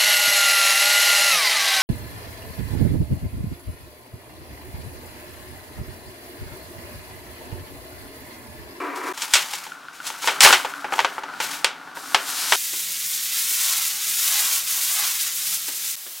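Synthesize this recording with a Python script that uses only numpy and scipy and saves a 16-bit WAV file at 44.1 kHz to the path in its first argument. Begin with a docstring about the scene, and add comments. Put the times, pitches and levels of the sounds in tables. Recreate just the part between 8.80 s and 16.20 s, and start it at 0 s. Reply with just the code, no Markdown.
"""At a kitchen sink, a stereo pair of microphones close to a plastic pouch, sink and kettle further off.
Collapsing steam bubbles ring the kettle, which boils, then simmers while hands pull open the pouch's
stiff zip: the film snaps, knocks and rustles. Fine granules slide out, hiss and drum into the steel
sink and end in a trickle. Low air noise lies underneath; very short breaks separate the moments."""
import sys
import numpy as np
from scipy import signal
from scipy.fft import rfft, irfft, next_fast_len
from scipy.io import wavfile
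from scipy.ndimage import uniform_filter1d

SR = 44100
rng = np.random.default_rng(int(sys.argv[2]) if len(sys.argv) > 2 else 0)


def master(y):
    """Save y as 16-bit WAV."""
    cut = np.clip(np.atleast_2d(y).T, -1, 1)
    pcm = np.round(cut * 32767)  # scale
    wavfile.write(sys.argv[1], SR, pcm.astype(np.int16))


N = 326340
TIME = np.arange(N) / SR
# Each stretch: start and end in seconds.
BOILING, OPENING, POURING, TRICKLING = (0, .328), (.334, 3.761), (3.761, 7.158), (7.162, 7.5)


def from_db(db):
    """Decibels to gain."""
    return 10 ** (np.asarray(db) / 20)


def unit_rms(x):
    """Scale to an rms of one."""
    return x / np.sqrt(np.mean(x ** 2) + 1e-20)


def unit_energy(x):
    """Scale so that the squares sum to one."""
    return x / np.sqrt(np.sum(x ** 2))


def in_time(curve):
    """Read a level curve at every sample."""
    return np.interp(TIME, *np.transpose(curve))


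def at_hz(points, hz):
    """Read a curve on a log-frequency axis."""
    freqs, values = np.transpose(points)
    return np.interp(np.log(np.maximum(hz, 1)), np.log(freqs), values)


def during(span):
    """One inside a stretch, with 2 ms edges."""
    return np.clip(np.minimum(TIME - span[0], span[1] - TIME) / .002, 0, 1)


def bell(middle_s, width_s):
    """A smooth rise and fall of height one."""
    return np.exp(-.5 * ((TIME - middle_s) / width_s) ** 2)


def drift(rate_hz):
    """Smooth random wandering with an rms of one."""
    hop = 40
    pole = np.exp(-2 * np.pi * rate_hz * hop / SR)
    slow = signal.lfilter([1], [1, -2 * pole, pole * pole], rng.standard_normal(N // hop + 2002))[2000:]
    return np.interp(np.arange(N) / hop, np.arange(len(slow)), unit_rms(slow))


def filtered(x, hz, kind, order=4):
    """Butterworth filter."""
    return signal.sosfilt(signal.butter(order, hz, kind, fs=SR, output="sos"), x)


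def three_bands(x, low_hz, high_hz):
    """Bass, middle and treble parts."""
    return filtered(x, low_hz, "low"), filtered(x, [low_hz, high_hz], "band"), filtered(x, high_hz, "high")


def colour(x, spectrum, resonances=()):
    """Minimum-phase filter of unit power: a smooth spectrum with resonant peaks on it."""
    size = 2 * next_fast_len(x.shape[-1] // 2 + 4096)
    hz = np.arange(size // 2 + 1) * SR / size
    peaks_db = sum(db / (1 + (2 * (hz - centre) / width) ** 2) for centre, width, db in resonances)
    cepstrum = irfft(np.log(unit_rms(from_db(at_hz(spectrum, hz) + peaks_db))))
    cepstrum[1:size // 2] *= 2
    cepstrum[size // 2 + 1:] = 0
    return irfft(rfft(x, size) * np.exp(rfft(cepstrum)))[..., :x.shape[-1]]


def grains(per_s, spread_db):
    """Tiny impacts of uneven size at random moments."""
    sizes = from_db(spread_db * np.minimum(rng.exponential(1, N), 5)) * rng.choice([-1, 1], N)
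    return unit_rms(sizes * (rng.random(N) < per_s / SR))


def mic_pair(mid, side, pan_db):
    """Left and right microphones; a positive pan leans left."""
    signs = np.array([[1], [-1]])
    return (mid + side * signs) * from_db(pan_db / 2 * signs)


# Air all round the microphones. Each row: frequency in Hz, level in dB.
AIR_SPECTRUM = [(25, -9), (60, -17), (110, -4), (165, 0), (240, -0.5), (500, -2), (1000, -2), (4000, -2),
                (15000, -16.5)]
# The room's drone. Each row: centre in Hz, width in Hz, boost in dB.
AIR_DRONE = [(167, 20.5, 9.5)]
# Hands shift the pouch. Each row: middle in seconds, relative level in dB, half length in seconds.
HAND_SHIFTS = [(1.68, -55, .06), (2.2, -61, 0.028), (2.643, -58.5, 0.085)]


def room_tone(side_db, mono_below_hz):
    """Low air noise with a wavering drone; it swells to a rumble when the hands shift the pouch."""
    air = from_db(np.where(TIME < TRICKLING[0], -50, -63.5))
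    rumble = sum(from_db(db + 12.5) * bell(s, width) for s, db, width in HAND_SHIFTS)
    mid, side = unit_rms(colour(rng.standard_normal((2, N)), AIR_SPECTRUM, AIR_DRONE))
    side = from_db(side_db) * filtered(side, mono_below_hz, "high")
    return (air + rumble) * mic_pair(mid, side, pan_db=0)


# The boil, some way from the microphones. Each row: frequency in Hz, level in dB.
BOIL_SPECTRUM = [(60, -46), (150, -41), (230, -20), (290, -3), (420, -4.5), (560, -7), (750, -13.5),
                 (1000, -2), (1500, -5), (2300, -9), (3300, -24.5), (7000, -31.5), (15000, -36)]
# The kettle's body. Each row: centre in Hz, width in Hz, boost in dB.
KETTLE_MODES = [(280, 24, 13), (375, 24, 9.5), (435, 25, 3.5), (730, 39, 13.5), (980, 39, 7), (1120, 64, 5),
                (1340, 19, 8), (1590, 25, 5), (2360, 50, 6)]
# Vigour of the boil. Each row: time in seconds, relative level in dB.
BOIL_LEVELS = [(0.0, -26), (0.054, -31.5), (0.226, -32), (0.27, -28), (0.32, -32.5)]


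def boil():
    """Steam bubbles collapse and ring the kettle."""
    bubbles = colour(grains(per_s=2500, spread_db=0.52), BOIL_SPECTRUM, KETTLE_MODES)
    return from_db(in_time(BOIL_LEVELS) - 0.5) * unit_rms(bubbles) * during(BOILING)


# The kitchen's reverberation. Each row: frequency in Hz, seconds to fall 60 dB.
KITCHEN_DECAY = [(200, 0.52), (1000, 0.53), (4000, 0.11), (15000, 0.37)]


def kitchen(x, wet_db, side_db, pan_db):
    """The direct sound reaches the microphones first, then dense reflections dying band by band."""
    t = np.arange(SR // 2) / SR
    edges_hz = np.geomspace(100, 16000, 9)
    tail = 0
    for low, high in zip(edges_hz, edges_hz[1:]):
        band = filtered(rng.standard_normal((2, len(t))), [low, high], "band", order=2)
        tail = tail + band * 1000 ** (-t / at_hz(KITCHEN_DECAY, np.sqrt(low * high)))
    onset = np.clip(t / 0.004 - 1, 0, 1)
    tail = np.sqrt(2) * unit_energy(tail * onset)
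    mid, side = signal.fftconvolve(x[None], tail, axes=1)[:, :N]
    return mic_pair(x + from_db(wet_db) * mid, from_db(side_db) * side, pan_db)


# Film rubs close to the microphones. Each row: peak time in seconds, relative level in dB, swell in seconds.
RUB_STROKES = [(0.165, -26.5, .008), (0.29, -29, 0.03), (0.43, -20.5, 0.045), (0.58, -12.5, 0.035),
               (0.744, -20.5, 0.033), (0.84, -30.5, 0.013), (1.275, -21, 0.021), (1.465, -17, 0.032),
               (1.634, 2, 0.011), (2.134, -22.5, 0.0065), (2.2, -34.5, 0.0058), (2.618, -17.5, 0.009),
               (2.655, -26.5, 0.024), (2.726, -21, 0.017)]
# Tone of the rubbing. Each row: frequency in Hz, level in dB.
RUB_SPECTRUM = [(300, -29), (900, 1), (2500, 3), (7000, 0.5), (11000, -4), (15500, -9)]
# The hollow of the pouch. Each row: centre in Hz, width in Hz, boost in dB.
POUCH_MODES = [(865, 310, 3.5), (1470, 39, 4), (2250, 70, 3.5), (3160, 300, 1)]


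def rustle(release_db_per_s):
    """Film sliding on film sheds small ticks, with a faint crinkle while fingers work the zip."""
    strokes = 0
    for s, db, swell_s in RUB_STROKES:
        before, after = np.minimum(TIME - s, 0), np.maximum(TIME - s, 0)
        swell = np.exp(-.5 * (before / swell_s) ** 2)
        strokes = strokes + swell * from_db(db - 11.5 - release_db_per_s * after)
    fingers = from_db(-47) * during((1.13, 2.4))
    ticks = unit_rms(colour(grains(per_s=5000, spread_db=0.81), RUB_SPECTRUM, POUCH_MODES))
    return (strokes + fingers) * ticks * from_db(2.06 * drift(48))


# The simmer, further off than the pouch. Each row: frequency in Hz, level in dB.
SIMMER_SPECTRUM = [(100, -49), (200, -22), (280, -11.5), (400, -16.5), (600, -12.5), (850, -6.5),
                   (1100, -3.5), (1430, -0.5), (1900, -11), (3000, -19.5), (6000, -31), (15000, -79)]
# Ring of the simmering kettle. 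Each row: centre in Hz, width in Hz, boost in dB.
SIMMER_MODES = [(278, 76, 7.5), (744, 100, 4), (1454, 170, 3.5)]
# Vigour of the simmer. Each row: time in seconds, relative level in dB.
SIMMER_LEVELS = [(0.34, -42.5), (1.14, -46), (1.44, -40.5), (1.64, -34.5), (1.9, -37.5), (3.19, -40.5),
                 (3.6, -38), (3.7, -44)]


def simmer():
    """Small bubbles keep the hot kettle ticking softly."""
    bubbles = grains(per_s=1300, spread_db=2.2) * from_db(1.8 * drift(30))
    ticking = unit_rms(colour(bubbles, SIMMER_SPECTRUM, SIMMER_MODES))
    return from_db(in_time(SIMMER_LEVELS) + 0.5) * ticking * during(OPENING)


# The taut pouch wall. Each row: nominal frequency in Hz, level in dB, seconds to fall 60 dB.
WALL_MODES = [(390.5, -13, 0.31), (525, -5, 0.079), (877, 11.5, 0.044), (1160, -27, 0.052)]


def wall_knock(t, pitch_ratio):
    """The wall of the pouch rings briefly, at a pitch set by the grip."""
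    ring = sum(from_db(db - 60 * t / t60) * np.cos(2 * np.pi * hz * pitch_ratio * t)
               for hz, db, t60 in WALL_MODES)
    return unit_energy(ring * (1 - np.exp(-t / .001)))


# The film buckles and the zip pops, close up. Each row: start in seconds, relative level in dB,
# treble over bass in dB, seconds for the flutter to fall 60 dB.
FILM_SNAPS = [(0.376, -18.5, 1, 0.035), (0.420, -10, 12, 0.057), (0.434, -17.5, -1, 0.037),
              (0.537, 3.5, 13, 0.069), (0.554, -0.5, 8.5, 0.19), (0.735, -14, 3, .07),
              (0.866, -23, -10, .07), (1.267, -15.5, 29, 0.15), (1.302, -15.5, -11, 0.026),
              (1.442, -14.5, -18, .025), (1.474, -2.5, -5, 0.087), (1.485, -3.5, -10, 0.23),
              (1.606, 6, 12.5, 0.056), (1.62, -2, 17, 0.047), (1.634, 0, 4, 0.05), (1.648, 6.5, -7, 0.077),
              (1.66, 3.5, -9, 0.07), (1.674, 3.5, -16, 0.13), (1.706, 0.5, -15, 0.027),
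              (1.727, 5, -3, 0.13), (1.848, -9, -21, 0.11), (2.044, -13, -27, 0.12),
              (2.123, -9.5, -31, .03), (2.137, -7, -18, 0.025), (2.181, -13, -22, .03),
              (2.191, 0, -20, 0.054), (2.202, -7, -11, 0.036), (2.247, 0.5, -18.5, 0.042),
              (2.381, -11, -37, .05), (2.435, -17.5, -18, .07), (2.602, -9, -6, 0.13),
              (2.845, 2, 1.5, 0.024), (3.17, -19.5, -25, 0.033), (3.346, 4.5, -8.5, 0.051),
              (3.722, 1, -7, 0.061), (3.733, -3.5, -8, 0.027)]
# Tone of the snapping film. Each row: frequency in Hz, level in dB.
FILM_SPECTRUM = [(30, -54), (100, -48), (250, -18.5), (500, 0.5), (900, 3.5), (3000, 15), (5000, 4),
                 (8000, 0), (15000, -19.5)]


def snaps(crack_db, knock_db, tail_db, tail_t60_s, side_db, treble_loss_db_per_s, pan_db):
    """Each buckle is a sharp crack, a dying flutter of creases, a knock of the wall and a diffuse tail."""
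    t = np.arange(SR // 5) / SR
    draws = rng.standard_normal((len(FILM_SNAPS), 5, len(t)))
    out = np.zeros((2, N + len(t)))
    widen = from_db([[0], [0.5]])   # short waves differ more between the microphones
    for (s, level_db, bright_db, t60), draw in zip(FILM_SNAPS, draws):
        creases, diffuse, sizes = draw[:2], draw[2:4], draw[4]   # the pairs are mid and side
        flutter = unit_energy(creases * from_db(2.5 * sizes) * 1000 ** (-t / t60))
        tail = unit_energy(diffuse * 1000 ** (-t / tail_t60_s))
        force = (flutter + from_db(tail_db) * tail) * from_db([[0], [side_db]])
        # harder buckles crack more, knock less and are richer in the middle range
        force[0, 0] += from_db(crack_db + 0.077 * level_db)
        film = colour(force, FILM_SPECTRUM, POUCH_MODES)
        bass, middle, treble = map(unit_energy, three_bands(film, 1350, 5550))
        bass[0] += from_db(knock_db - .4 * level_db) * wall_knock(t, pitch_ratio=1 + 0.0393 * sizes[-1])
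        snap = (from_db(-bright_db / 2) * unit_energy(bass) / widen
                + from_db(4 + 0.2 * level_db) * middle
                + from_db(bright_db / 2 - treble_loss_db_per_s * t) * treble * widen)
        peak_rms = np.sqrt(uniform_filter1d(snap[0] ** 2, size=128).max())
        snap *= from_db(level_db - 8.5) / peak_rms
        start = round(s * SR)
        out[:, start:start + len(t)] += mic_pair(*snap, pan_db)
    return out[:, :N]


# Puffs of air on the microphones. Each row: start in seconds, relative level in dB.
AIR_PUFFS = [(0.537, -28), (1.605, -46), (1.66, -40), (1.726, -38)]


def puffs(hz, decay_s, pan_db):
    """The pouch wall pushes air under hard snaps: low, dead thuds, stronger at the nearer microphone."""
    thuds = 0
    for s, db in AIR_PUFFS:
        age = np.maximum(TIME - s, 0)
        thuds = thuds + from_db(db + 3) * np.exp(-age / decay_s) * np.sin(2 * np.pi * hz * age)
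    return mic_pair(thuds, 0, pan_db)


# Larger bubbles over in the kettle. Each row: start in seconds, relative level in dB.
BUBBLE_POPS = [(0.9203, -22.5), (1.0847, -24.5), (1.2025, -22), (1.9382, -19), (2.5386, -22)]
# Tone of a pop. Each row: frequency in Hz, level in dB.
POP_SPECTRUM = [(200, -32), (700, -23), (1100, -15), (1430, 7), (1800, -13), (3000, -13), (10000, -41)]


def bubble_pops():
    """Now and then a larger bubble pops and rings the simmering kettle."""
    clicks = np.zeros(N)
    for s, db in BUBBLE_POPS:
        clicks[round(s * SR)] = from_db(db + 16)
    return colour(clicks, POP_SPECTRUM, SIMMER_MODES) * during(OPENING)


# Tone of the first granules. Each row: frequency in Hz, level in dB.
SLIDE_SPECTRUM = [(300, -32), (900, -3.5), (2000, -1.5), (4500, 3), (8000, 1), (12000, -1.5), (15500, -7)]


def slide(start_s, attack_s, rise_db_per_s):
    """A hiss of the first granules comes in softly and grows steadily louder."""
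    age = np.clip(TIME - start_s, 0, OPENING[1] - start_s)
    surge_db, _ = clumps()
    level = np.minimum(age / attack_s, 1) * from_db(-43 + rise_db_per_s * age + surge_db + drift(8))
    contacts = colour(grains(per_s=16000, spread_db=2.2), SLIDE_SPECTRUM)
    return level * unit_rms(contacts) * during(OPENING)


# Clumps in the stream. Each row: middle in seconds, surge in dB, extra drumming in dB,
# half length in seconds.
GRANULE_CLUMPS = [(3.497, 5.5, -3, 0.019), (4.576, 2.5, 3.5, 0.037), (4.923, 2, 9.5, 0.14),
                  (5.172, -2, 5, 0.045), (5.655, 1.5, 10, 0.19), (5.974, -0.5, 5, .025),
                  (6.208, 2, 10, 0.11), (6.417, 5, -4, 0.011), (6.476, 2, 7.5, 0.021),
                  (6.733, 2.5, 4, 0.011), (6.89, 4, 3, 0.0063)]


def clumps():
    """Tumbling clumps swell the stream and its drumming: two curves in dB."""
    return sum(np.outer([surge_db, drum_db], bell(s, width))
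               for s, surge_db, drum_db, width in GRANULE_CLUMPS)


def steel_echo(x, fullness_db, delay_s, echo_db):
    """The sink wall answers; the landing point wanders and moves with the flow, so the colour glides."""
    delay = delay_s * (1 + 0.05 * drift(1.19) - 0.05 * fullness_db)
    echo = np.interp(TIME - delay, TIME, x)
    return x - from_db(echo_db) * filtered(echo, 3500, "low", order=1)


# Strength of the stream into the sink. Each row: time in seconds, relative level in dB.
POUR_FLOW = [(3.77, -24.5), (3.91, -27), (3.97, -24.5), (4.04, -27), (4.93, -22.5), (5.13, -25),
             (5.53, -20), (5.78, -23.5), (5.84, -29), (5.91, -21.5), (5.97, -24), (6.21, -22.5),
             (6.54, -27), (6.74, -23), (6.78, -27.5), (6.99, -29), (7.05, -24.5), (7.15, -30)]
# Granules on steel, further off than the pouch. Each row: frequency in Hz, level in dB.
POUR_SPECTRUM = [(180, -66), (300, -39.5), (447, -18), (592, -15), (825, -10), (896, -5), (1330, -5),
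                 (1770, -8.5), (1990, -4.5), (3670, 0.5), (4480, -1), (6140, -1.5), (15000, -2.5),
                 (15800, -5.5)]
# The steel basin. Each row: centre in Hz, width in Hz, boost in dB.
SINK_MODES = [(504, 62, -2), (737, 31, 7), (825.5, 28, 14.5), (880, 64, -7.5), (1120, 90, 1), (1320, 93, 2),
              (2080, 79, 1), (3800, 56, 1.5), (5940, 260, -0.5)]


def pour(usual_flow_db, drum_rise_db_per_s):
    """Countless granules hiss down unevenly; a fuller flow and heavier clumps drum on the steel."""
    flow_db = in_time(POUR_FLOW)
    fullness_db = flow_db - usual_flow_db
    surge_db, clump_db = clumps()
    patter_db = -5.5 + 0.14 * clump_db
    drum_db = -29.5 + 0.3 * fullness_db + drum_rise_db_per_s * (TIME - POURING[0]) + clump_db
    impacts = steel_echo(grains(per_s=16000, spread_db=2.15), fullness_db, delay_s=.0031, echo_db=-8)
    basin = colour(impacts, POUR_SPECTRUM, SINK_MODES)
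    drum, patter, hiss = map(unit_rms, three_bands(basin, 1580, 6690))
    # only a heavy stream wakes the lowest modes of the basin
    boom = signal.sosfiltfilt(signal.butter(4, 1000, fs=SR, output="sos"), drum)
    drum = drum - boom + boom * from_db(0.85 * (drum_db + 15.5))
    stream = (hiss * from_db(1.3 * drift(23))
              + patter * from_db(patter_db + 0.86 * drift(23))
              + drum * from_db(drum_db))
    return stream * from_db(flow_db - 2.5 + surge_db + 0.67 * drift(32)) * during(POURING)


# The tilted pouch flexes over the sink. Each row: start in seconds, relative level in dB.
POUCH_BUMPS = [(3.93, -32.5), (4.083, -41), (4.712, -37), (5.263, -37), (6.881, -29.5), (7.261, -36.5)]
# Tone of a bump. Each row: frequency in Hz, level in dB.
BUMP_SPECTRUM = [(30, -36), (100, -25), (220, -11), (380, -0.5), (700, -6.5), (1500, -5), (4000, -5),
                 (10000, -17)]


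def bumps(rise_s):
    """The emptying pouch flexes with soft, dull bumps."""
    swell = 0
    for s, db in POUCH_BUMPS:
        progress = np.maximum(TIME - s, 0) / rise_s
        swell = swell + from_db(db - 2.5) * progress * np.exp(1 - progress)
    return swell * unit_rms(colour(rng.standard_normal(N), BUMP_SPECTRUM))


# The last granules down in the sink. Each row: frequency in Hz, level in dB.
TRICKLE_SPECTRUM = [(120, -62), (200, -31), (304, -14), (422, -22), (515, -15), (769, -11), (1590, -7.5),
                    (3420, -2.5), (15500, -0.5)]


def trickle():
    """A thin, even stream of granules hisses on the steel."""
    impacts = colour(grains(per_s=22000, spread_db=1.6), TRICKLE_SPECTRUM)
    return from_db(-34.5) * unit_rms(impacts) * during(TRICKLING)


def scene():
    """Pouch near the microphones, sink and kettle further off."""
    pouch = snaps(crack_db=-9.5, knock_db=-4.5, tail_db=-5, tail_t60_s=0.27, side_db=-14,
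                  treble_loss_db_per_s=145, pan_db=0.8)
    pouch += puffs(hz=54.5, decay_s=0.0034, pan_db=6)
    handling = rustle(release_db_per_s=149.5) + slide(start_s=3.142, attack_s=0.013, rise_db_per_s=33.5)
    around = kitchen(handling + simmer() + bubble_pops(), wet_db=-11.5, side_db=-16.5, pan_db=2)
    kettle = kitchen(boil(), wet_db=-7.5, side_db=-13.5, pan_db=2) * during(BOILING)
    emptying = pour(usual_flow_db=-26.5, drum_rise_db_per_s=1) + trickle() + bumps(rise_s=0.0065)
    sink = kitchen(emptying, wet_db=-10.5, side_db=-18.5, pan_db=.5)
    air = room_tone(side_db=-13, mono_below_hz=141)
    sounding = during(BOILING) + during((OPENING[0], POURING[1])) + during(TRICKLING)
    return (kettle + (pouch + around) * during((0, OPENING[1])) + sink + air) * sounding


def record(dry):
    """The loudest snaps overload softly; the treble is cut near 16 kHz."""
    clipped = dry / (1 + np.abs(dry) ** 8) ** (1 / 8)
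    return signal.sosfilt(signal.ellip(12, .1, 80, 15980, fs=SR, output="sos"), clipped)


dry = scene()
out = record(dry)
master(out)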